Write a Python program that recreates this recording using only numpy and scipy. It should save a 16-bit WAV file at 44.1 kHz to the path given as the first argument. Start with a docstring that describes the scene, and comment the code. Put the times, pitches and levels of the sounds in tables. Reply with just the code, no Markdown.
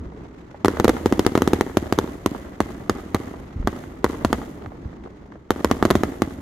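"""First come soft thumps and faint crackles over a distant rumble; then volleys of fireworks bang above a snowy
street at night. Each bursting shell sends out a shock wave, a sudden jump in air pressure, and the loudest
peaks are rounded off. Nearby ground and walls answer with a hollow boom, house fronts slap the bang back, and
farther roofs keep it rolling. Between the volleys, more thumps and far pops sound over the faint fizz of the
fireworks' burning stars."""
import sys
import numpy as np
from scipy import signal
from scipy.fft import rfft, irfft, next_fast_len
from scipy.io import wavfile
from scipy.ndimage import map_coordinates

SR = 44100
rng = np.random.default_rng(int(sys.argv[2]) if len(sys.argv) > 2 else 0)


def master_out(mix):
    """Clip the mix to full scale and print it as 16-bit PCM to the path in sys.argv[1]."""
    frames = np.transpose(np.atleast_2d(mix))
    ceiling = np.clip(frames, -1, 1)
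    pcm = np.round(ceiling * 32767).astype(np.int16)
    wavfile.write(sys.argv[1], SR, pcm)


N = 282681

# bursting shells: t/s, level/dB, brightness/dB, time between the two shocks/s, midrange boost/dB
SHELLS = [(0.6474, -5, -17.5, 0.0021, 0.5), (0.6576, -10.5, -13, 0.0023, -1),
          (0.6823, -7.5, -15, 0.0018, 0.5), (0.7991, -7.5, -14, 0.0021, 0),
          (0.8449, -6.5, -9.5, 0.0019, -0.5), (0.8535, -10, -26, 0.00208, -1),
          (0.8799, -7, -27, 0.0014, -1.5), (0.881, -10, -8.5, 0.0022, -18), (0.8936, -8, -12, 0.0021, 4),
          (0.8973, -12, -18, 0.0016, -6), (1.0593, -5, -21, 0.00209, -3.5), (1.125, -7, -21.5, 0.0024, -5),
          (1.194, -7, -11, 0.0019, -4.5), (1.2646, -6.5, -8.5, 0.0021, -3), (1.3533, -6.5, -25, 0.0021, 1),
          (1.3766, -8.5, -17, 0.0027, -3.5), (1.4203, -7.5, -12.5, 0.0021, -2),
          (1.476, -7.5, -15.5, 0.0021, -1.5), (1.5338, -6.5, -16, 0.0021, -3), (1.61, -9, -8, 0.0021, 1.5),
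          (1.771, -6, -13.5, 0.0025, -2.5), (1.9253, -7.5, -14, 0.0023, 0),
          (1.9879, -8.5, -10.5, 0.0018, 3), (2.261, -7.5, -11.5, 0.0026, -2),
          (2.6043, -8, -12.5, 0.0023, 1), (2.8963, -9, -13.5, 0.0023, 3.5), (3.1464, -8, -13.5, 0.0023, 3),
          (3.6737, -8.5, -18.5, 0.00234, 2.1), (4.0437, -5.5, -12, 0.0018, 3.5),
          (4.2485, -7.5, -12.5, 0.0026, 1.5), (4.3291, -8.5, -11, 0.0021, 0),
          (5.506, -6.5, -13, 0.0022, 5.5), (5.6462, -6, -12, 0.0018, 3), (5.713, -7.5, -11.5, 0.0024, 3.5),
          (5.8264, -6, -24, 0.0022, 5), (5.8524, -7.5, -14.5, 0.0025, 0), (5.904, -10, -10, 0.0028, 2),
          (5.9096, -7, -12.5, 0.0026, -2.5), (5.954, -6.5, -18.5, 0.0025, -4),
          (6.035, -9, -16.5, 0.0022, 1), (6.22, -9, -13, 0.0024, 1)]
# tone of the shock wave: f/Hz, level/dB
SHOCK_TONE = [(22, -9), (45, -5), (65, -1.5), (140, -7.5), (260, 1), (480, 6.5), (750, 1.5), (1200, 7),
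              (1800, -0.5), (4000, -6.5), (12000, -8.5)]
# tone of the crack on each shock: f/Hz, level/dB
CRACK_TONE = [(500, 9.5), (2000, 2.5), (3600, 3), (7000, -14.5), (12000, -8.5), (16000, -11)]
# hollow notes of the nearby ground and walls: f/Hz, width/Hz, level/dB
BOOM_NOTES = [(74, 27, -1), (177, 26, -11)]
# strength of that boom: t/s, level/dB
BOOM_STRENGTH = [(0, 2.5), (2, 1.5), (3.1, 6), (4.1, 5), (5.6, 2), (5.95, 5.5), (6.4, 9)]
# echoes from house fronts: delay/s, level/dB, dull above f/Hz, left minus right/dB
HOUSE_ECHOES = [(.0101, -16, 14000, 2), (.0545, -13.5, 450, 0), (.0555, -21.5, 12000, 1),
                (.0618, -14.5, 600, 0), (.0878, -17, 1900, -1), (.0902, -22, 1600, -1),
                (.0985, -23, 1500, 1), (.1034, -19.5, 1400, 1), (.139, -24, 600, -1), (.1655, -19, 400, 0)]
# tone of the street's rolling echo: f/Hz, level/dB
STREET_TONE = [(25, -26), (50, -12), (80, 8), (130, -21), (180, -6), (280, 3.5), (420, -10), (540, -5),
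               (750, -9.5), (1200, -13), (2000, -17), (3000, -20), (6000, -34), (14000, -36.5)]
# time that echo takes to fade by 60 dB (called t60 below): f/Hz, t/s
STREET_FADE = [(80, 1.02), (300, 0.99), (1500, 0.73), (4000, 0.62), (12000, 0.86)]
# low thumps: t/s, level/dB, starting f/Hz
LOW_THUMPS = [(0.005, -26.5, 112), (0.062, -27, 69), (3.559, -17.5, 106), (3.594, -12.5, 68),
              (3.646, -15, 70), (4.666, -28, 130), (4.856, -19, 100)]
# the clearest far pops: t/s, level/dB, dull above f/Hz
FAR_POPS = [(0.121, -30, 1500), (0.165, -33, 3000), (0.477, -42, 5000), (0.498, -34, 1800),
            (0.512, -28.5, 4900), (0.545, -22.5, 1300), (0.55, -27.5, 1800), (0.613, -37, 2400),
            (0.77, -11, 2880), (0.967, -12, 2650), (1.249, -12.5, 5130), (2.348, -15.5, 1400),
            (2.45, -25, 1390), (2.488, -25, 1390), (2.862, -29, 1500), (3.339, -23, 1700),
            (3.344, -28, 1484), (3.372, -28, 1200), (3.506, -29, 1300), (3.627, -26, 1500),
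            (3.838, -22.5, 2090), (4.21, -23, 1610), (4.417, -22.5, 1770), (4.646, -29, 1400),
            (4.661, -21.5, 2000), (4.719, -23, 1300), (4.849, -30, 1700), (4.929, -28, 1600),
            (4.969, -44, 2610), (5.038, -30, 2600), (5.06, -24, 1100), (5.073, -21, 950),
            (5.238, -38, 3600), (5.321, -25, 2500), (5.356, -27.5, 1300), (6.121, -33, 1300)]
# tone of a far pop: f/Hz, level/dB
POP_TONE = [(200, 13), (850, 9), (1800, -2), (7000, -19.5)]
# tone of the distant rumble: f/Hz, level/dB
RUMBLE_TONE = [(25, -8), (60, 9.5), (85, 1.5), (130, 2), (290, 2.5), (410, -1), (520, -12), (800, -14),
               (1200, -17), (1900, -29.5), (3300, -38), (9500, -62)]
# strength of that rumble: t/s, level/dB
RUMBLE_STRENGTH = [(0, -36), (.35, -43), (4.8, -37.5), (5.401, -45), (6.4, -40)]
# tone of the burning stars' fizz: f/Hz, level/dB
FIZZ_TONE = [(200, -11), (550, 3), (1200, 1), (1900, -3.5), (2500, -3.5), (3300, -11.5), (4500, -16.5),
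             (6000, -23), (8000, -26), (9500, -31.5), (15000, -33)]
# strength of that fizz: t/s, level/dB
FIZZ_STRENGTH = [(0, -57), (.6, -53.5), (3.5, -51.5), (5.05, -56.5), (5.45, -61.5), (6.4, -63)]
# how alike the two ears hear noise from all around: f/Hz, likeness (1 = the same)
EAR_LIKENESS = [(100, 1), (300, 0.87), (1000, 0.019), (2500, 0.08), (8000, 0.035)]
# the microphone's uneven treble: f/Hz, level/dB
MIC_TONE = [(1600, 0), (2000, 3.5), (2450, -4.5), (3300, 0), (5200, 2), (6500, 8), (9000, 0.5),
            (11400, 3.5), (14000, -0.5), (16000, -8)]
# balance of the microphone's two sides: f/Hz, left minus right/dB
MIC_BALANCE = [(4000, -0.5), (8000, 1.5), (12000, -2)]


def shell_bangs(blast_db=-0.3, crack_db=-1.54, closing_db=-11, front_hz=5500, closing_hz=210, sag_hz=88):
    """Each shell makes the air pressure jump, slide down into suction, then close with a softer shock."""
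    out, t = np.zeros((2, N)), np.arange(2048) / SR
    span, crack_t60, crack_rise_s, typical_bright_db = .0036 * SR, .0045, .0002, -18
    same_energy = lambda v: v / np.sqrt(np.mean(np.sum(v ** 2, -1)) / span)
    smooth = lambda v, hz: signal.lfilter(*signal.butter(1, min(hz, SR / 3), fs=SR), v)
    for start, db, bright_db, length_s, mid_db in SHELLS:
        closed = t > length_s
        wave = 1 - 2 * np.minimum(t / length_s, 1) + smooth(closed * 1., closing_hz)
        wave = smooth(wave, front_hz * amp((bright_db - typical_bright_db) / 2))  # brighter is steeper
        wave = wave - smooth(wave, sag_hz)  # losing bass makes the pressure overshoot
        midrange = pulse([(400, 0.0073), (1000, mid_db), (1800, mid_db), (4000, 0)])
        tone = np.convolve(pulse(SHOCK_TONE), midrange)
        wave = same_energy(signal.fftconvolve(wave, tone)[:len(t)])
        # rough air frays both shocks into a noisy crack
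        opening = (1 - np.exp(-t / crack_rise_s)) * amp(-60 * t / crack_t60)
        closing = closed * amp(closing_db - 60 * np.abs(t - length_s) / crack_t60)
        grit = rng.standard_normal((2, len(t))) + 0.64 * rng.standard_normal(len(t))  # ears share a part
        grit = filtered(grit, lambda hz: amp(at_hz(CRACK_TONE, hz)))
        crack = amp(db + bright_db + crack_db) * same_energy((opening + closing) * grit)
        add(out, start, amp(db + blast_db) * (wave + splinters(wave)) + crack)
    return out


def splinters(wave, count=7, mean_delay_s=.003, level_db=-18, centre_hz=1100):
    """Nearby edges throw back thin, late copies that make each shock ragged in its own way."""
    delays = rng.exponential(mean_delay_s, count)
    sizes = rng.standard_normal(count)
    ear_gains = sizes * (1 + np.outer([1, -1], rng.uniform(-.4, .4, count)))
    copies = lambda hz: ear_gains @ np.exp(-2j * np.pi * np.outer(delays, hz))
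    band = lambda hz: 2j * hz * centre_hz / (centre_hz + 1j * hz) ** 2
    return amp(level_db) * filtered(wave, lambda hz: copies(hz) * band(hz))


def ground_boom(bangs, delay_s=0.00776):
    """The nearest ground and walls answer each bang with a short, hollow boom."""
    ring = lambda hz: sum(amp(db) * 1j * hz * width / (note ** 2 - hz ** 2 + 1j * hz * width)
                          for note, width, db in BOOM_NOTES)
    push = amp(over_time(BOOM_STRENGTH)) * bangs
    return filtered(push, lambda hz: np.exp(-2j * np.pi * hz * delay_s) * ring(hz))


def house_slaps(bangs, level_db=-6, angle_db=2, scatter=.35, scatter_t60=.008):
    """House fronts send back dull copies of each bang, smeared by eaves and porches."""
    out, t = np.zeros((2, N)), np.arange(2048) / SR
    for delay, db, dull_hz, pan_db in HOUSE_ECHOES:
        wall = wide_noise([(200, 5.5), (1000, -9), (12000, -11)], len(t)) * amp(-60 * t / scatter_t60)
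        wall = scatter * wall / np.linalg.norm(wall[0])
        wall[:, 0] += 1  # one clean bounce ahead of the smear
        echo = signal.fftconvolve(bangs, wall, axes=1)[:, :N]
        echo = filtered(echo, lambda hz: 1 / (1 + 1j * hz / dull_hz))
        drift_db = angle_db * wobble(2.34, N)  # bangs from different heights hit at different angles
        ears_db = np.array([[pan_db], [-pan_db]]) / 2
        add(out, delay, amp(level_db + db + drift_db + ears_db) * echo)
    return out


def street_roll(roll_db=-19, rise_s=.08, near_db=8, near_t60=.07, volley_db=1, volley_s=.15):
    """Nearby ground and cars scatter each bang at once; farther roofs roll it on in uneven lumps."""
    out, size = np.zeros((2, N)), 3 * SR // 2
    t, shell_times = np.arange(size) / SR, np.transpose(SHELLS)[0]
    shape = 1 - np.exp(-t / rise_s) + amp(near_db - 60 * t / near_t60)
    for start, db, *_ in SHELLS:
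        hz, age, bands = signal.stft(wide_noise(STREET_TONE, size), SR, nperseg=512)
        fade = amp(-60 * age / at_hz(STREET_FADE, hz)[:, None])
        tail = signal.istft(bands * fade, SR, nperseg=512)[1][:, :size]
        low = filtered(tail, lambda hz: 1 / (1 + (hz / 2500) ** 4))
        grains = unit(amp(3.3 * wobble(420, size)))  # the treble returns in tiny separate echoes
        lumps = unit(amp(3.9 * wobble(130.25, size)))
        tail = (tail - low) * grains + low * lumps
        # the echoes are turned down when bangs crowd together
        crowding = np.sum(np.exp(-np.abs(shell_times - start) / volley_s))
        add(out, start, amp(db + roll_db - volley_db * np.log2(crowding)) * shape * tail)
    return out


def thumps(push_db=1, push_t60=0.12, rise_s=0.0036, sink_to=0.3, sink_s=0.025, puff_db=-7, puff_t60=0.068):
    """Soft, low pushes of air sink in pitch as they die away, each with a dull puff."""
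    out, t = np.zeros((2, N)), np.arange(SR // 4) / SR
    cycles_per_hz = np.cumsum(sink_to + (1 - sink_to) * np.exp(-t / sink_s)) / SR
    puff_tone = [(30, 0), (80, -1), (170, 0), (300, -8), (900, -40), (3000, -90)]
    for start, db, hz in LOW_THUMPS:
        push = amp(push_db - 60 * t / push_t60) * np.sin(2 * np.pi * hz * cycles_per_hz)
        puff = amp(puff_db - 60 * t / puff_t60) * wide_noise(puff_tone, len(t))
        add(out, start, amp(db) * (push + puff) * (1 - np.exp(-t / rise_s)))
    return out


def far_crackles(level_db=-5, thin=0.3, snap_size=3.5, scatter_t60=.03):
    """Each far pop is a snap and a brief scatter of noise, dulled by the air on its way."""
    out, t = np.zeros((2, N)), np.arange(2048) / SR
    snap = snap_size * pulse(POP_TONE) / np.linalg.norm(pulse(POP_TONE))
    for start, db, dull_hz in FAR_POPS:
        pop = snap + amp(-60 * t / scatter_t60) * wide_noise(POP_TONE, len(t))
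        pop = filtered(pop, lambda hz: 1j * hz / (thin * dull_hz + 1j * hz))  # brighter pops lose more bass
        pop = signal.lfilter(*signal.butter(2, min(dull_hz, SR / 4), fs=SR), pop)
        add(out, start, amp(db + level_db) * pop)
    return out


def distant_rumble(uneven_db=1.5, ticks_per_s=80, tick_s=.003, ticks_db=-12):
    """The far-off display rumbles on, dotted with soft ticks from pops and stray echoes."""
    swell = amp(over_time(RUMBLE_STRENGTH) + uneven_db * wobble(23, N))
    starts = rng.random(N) < ticks_per_s / SR
    fades = signal.lfilter([1], [1, -np.exp(-1 / (tick_s * SR))], starts)
    ticks = fades * wide_noise([(150, -10), (400, 9.5), (900, -2), (1900, -13.5), (7000, -9)], N)
    ticks = unit(filtered(ticks, lambda hz: 1 / (1 + (hz / 3100) ** 4)))  # distance softens them
    return swell * (wide_noise(RUMBLE_TONE, N) + amp(ticks_db) * ticks)


def star_fizz(uneven_db=.8, grain_db=2.8):
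    """Burning stars, the glowing bits of a firework, keep up a faint, grainy fizz that fills the lulls."""
    swell = amp(over_time(FIZZ_STRENGTH) + uneven_db * wobble(22, N))
    grains = amp(grain_db * wobble(130, N))
    return swell * unit(grains * wide_noise(FIZZ_TONE, N))


def wide_noise(tone, size):
    """Noise from all around: alike in both ears in the bass, unrelated in the treble."""
    angle = lambda hz: np.arccos(np.clip(at_hz(EAR_LIKENESS, hz), -1, 1)) / 2
    gains = lambda hz: amp(at_hz(tone, hz)) * [np.cos(angle(hz)), np.sin(angle(hz))]
    shared, opposite = filtered(rng.standard_normal((2, size)), gains)
    return unit(np.array([shared + opposite, shared - opposite]))


def pulse(tone, size=2048):
    """The most sudden click that has this tone (rows of f/Hz, level/dB)."""
    cepstrum = irfft(np.log(amp(at_hz(tone, np.fft.rfftfreq(size, 1 / SR)))))
    cepstrum[1:size // 2] *= 2  # doubling one half and clearing the other packs the energy at the start
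    cepstrum[size // 2 + 1:] = 0
    return irfft(np.exp(rfft(cepstrum)))


def amp(db):
    """Turn decibels into a multiplier."""
    return 10 ** (np.asarray(db) / 20)


def unit(x):
    """Scale to an average strength (rms) of 1."""
    return x / np.sqrt(np.mean(x ** 2) + 1e-20)


def at_hz(points, hz):
    """Read between rows of (f/Hz, value), with octaves evenly spaced."""
    freqs, values = np.transpose(points)
    return np.interp(np.log(hz + 1), np.log(freqs + 1), values)


def over_time(points):
    """Join rows of (t/s, value) with straight lines across the whole scene."""
    return np.interp(np.arange(N) / SR, *np.transpose(points))


def wobble(rate, size):
    """A smooth curve through `rate` random points a second."""
    return map_coordinates(rng.standard_normal(int(size * rate / SR) + 4), [np.arange(size) * rate / SR])


def filtered(x, response):
    """Scale and delay each frequency in x as response(hz) says."""
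    size = x.shape[-1]
    padded = next_fast_len(size + 8192)
    return irfft(rfft(x, padded) * response(np.fft.rfftfreq(padded, 1 / SR)), padded)[..., :size]


def add(track, start_s, sound):
    """Mix a sound into the track at the given time."""
    i = max(round(start_s * SR), 0)
    track[:, i:i + sound.shape[-1]] += sound[..., :max(N - i, 0)]


def scene():
    """The bangs, their echoes and the quieter sounds behind them."""
    bangs = shell_bangs()
    echoes = ground_boom(bangs) + house_slaps(bangs) + street_roll()
    return bangs + echoes + thumps() + far_crackles() + distant_rumble() + star_fizz()


def record(dry):
    """The microphone colours the sound; the loudest peaks are rounded off and the highest treble is cut."""
    ceiling, top_hz = .97, 16000
    heard = signal.fftconvolve(dry, pulse(MIC_TONE)[None], axes=1)[:, :N]
    heard = filtered(heard, lambda hz: amp(np.outer([.5, -.5], at_hz(MIC_BALANCE, hz))))
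    squashed = heard / (1 + np.abs(heard / ceiling) ** 6) ** (1 / 6)
    return filtered(squashed, lambda hz: 1 / (1 + (hz / top_hz) ** 80))


dry = scene()
out = record(dry)
master_out(out)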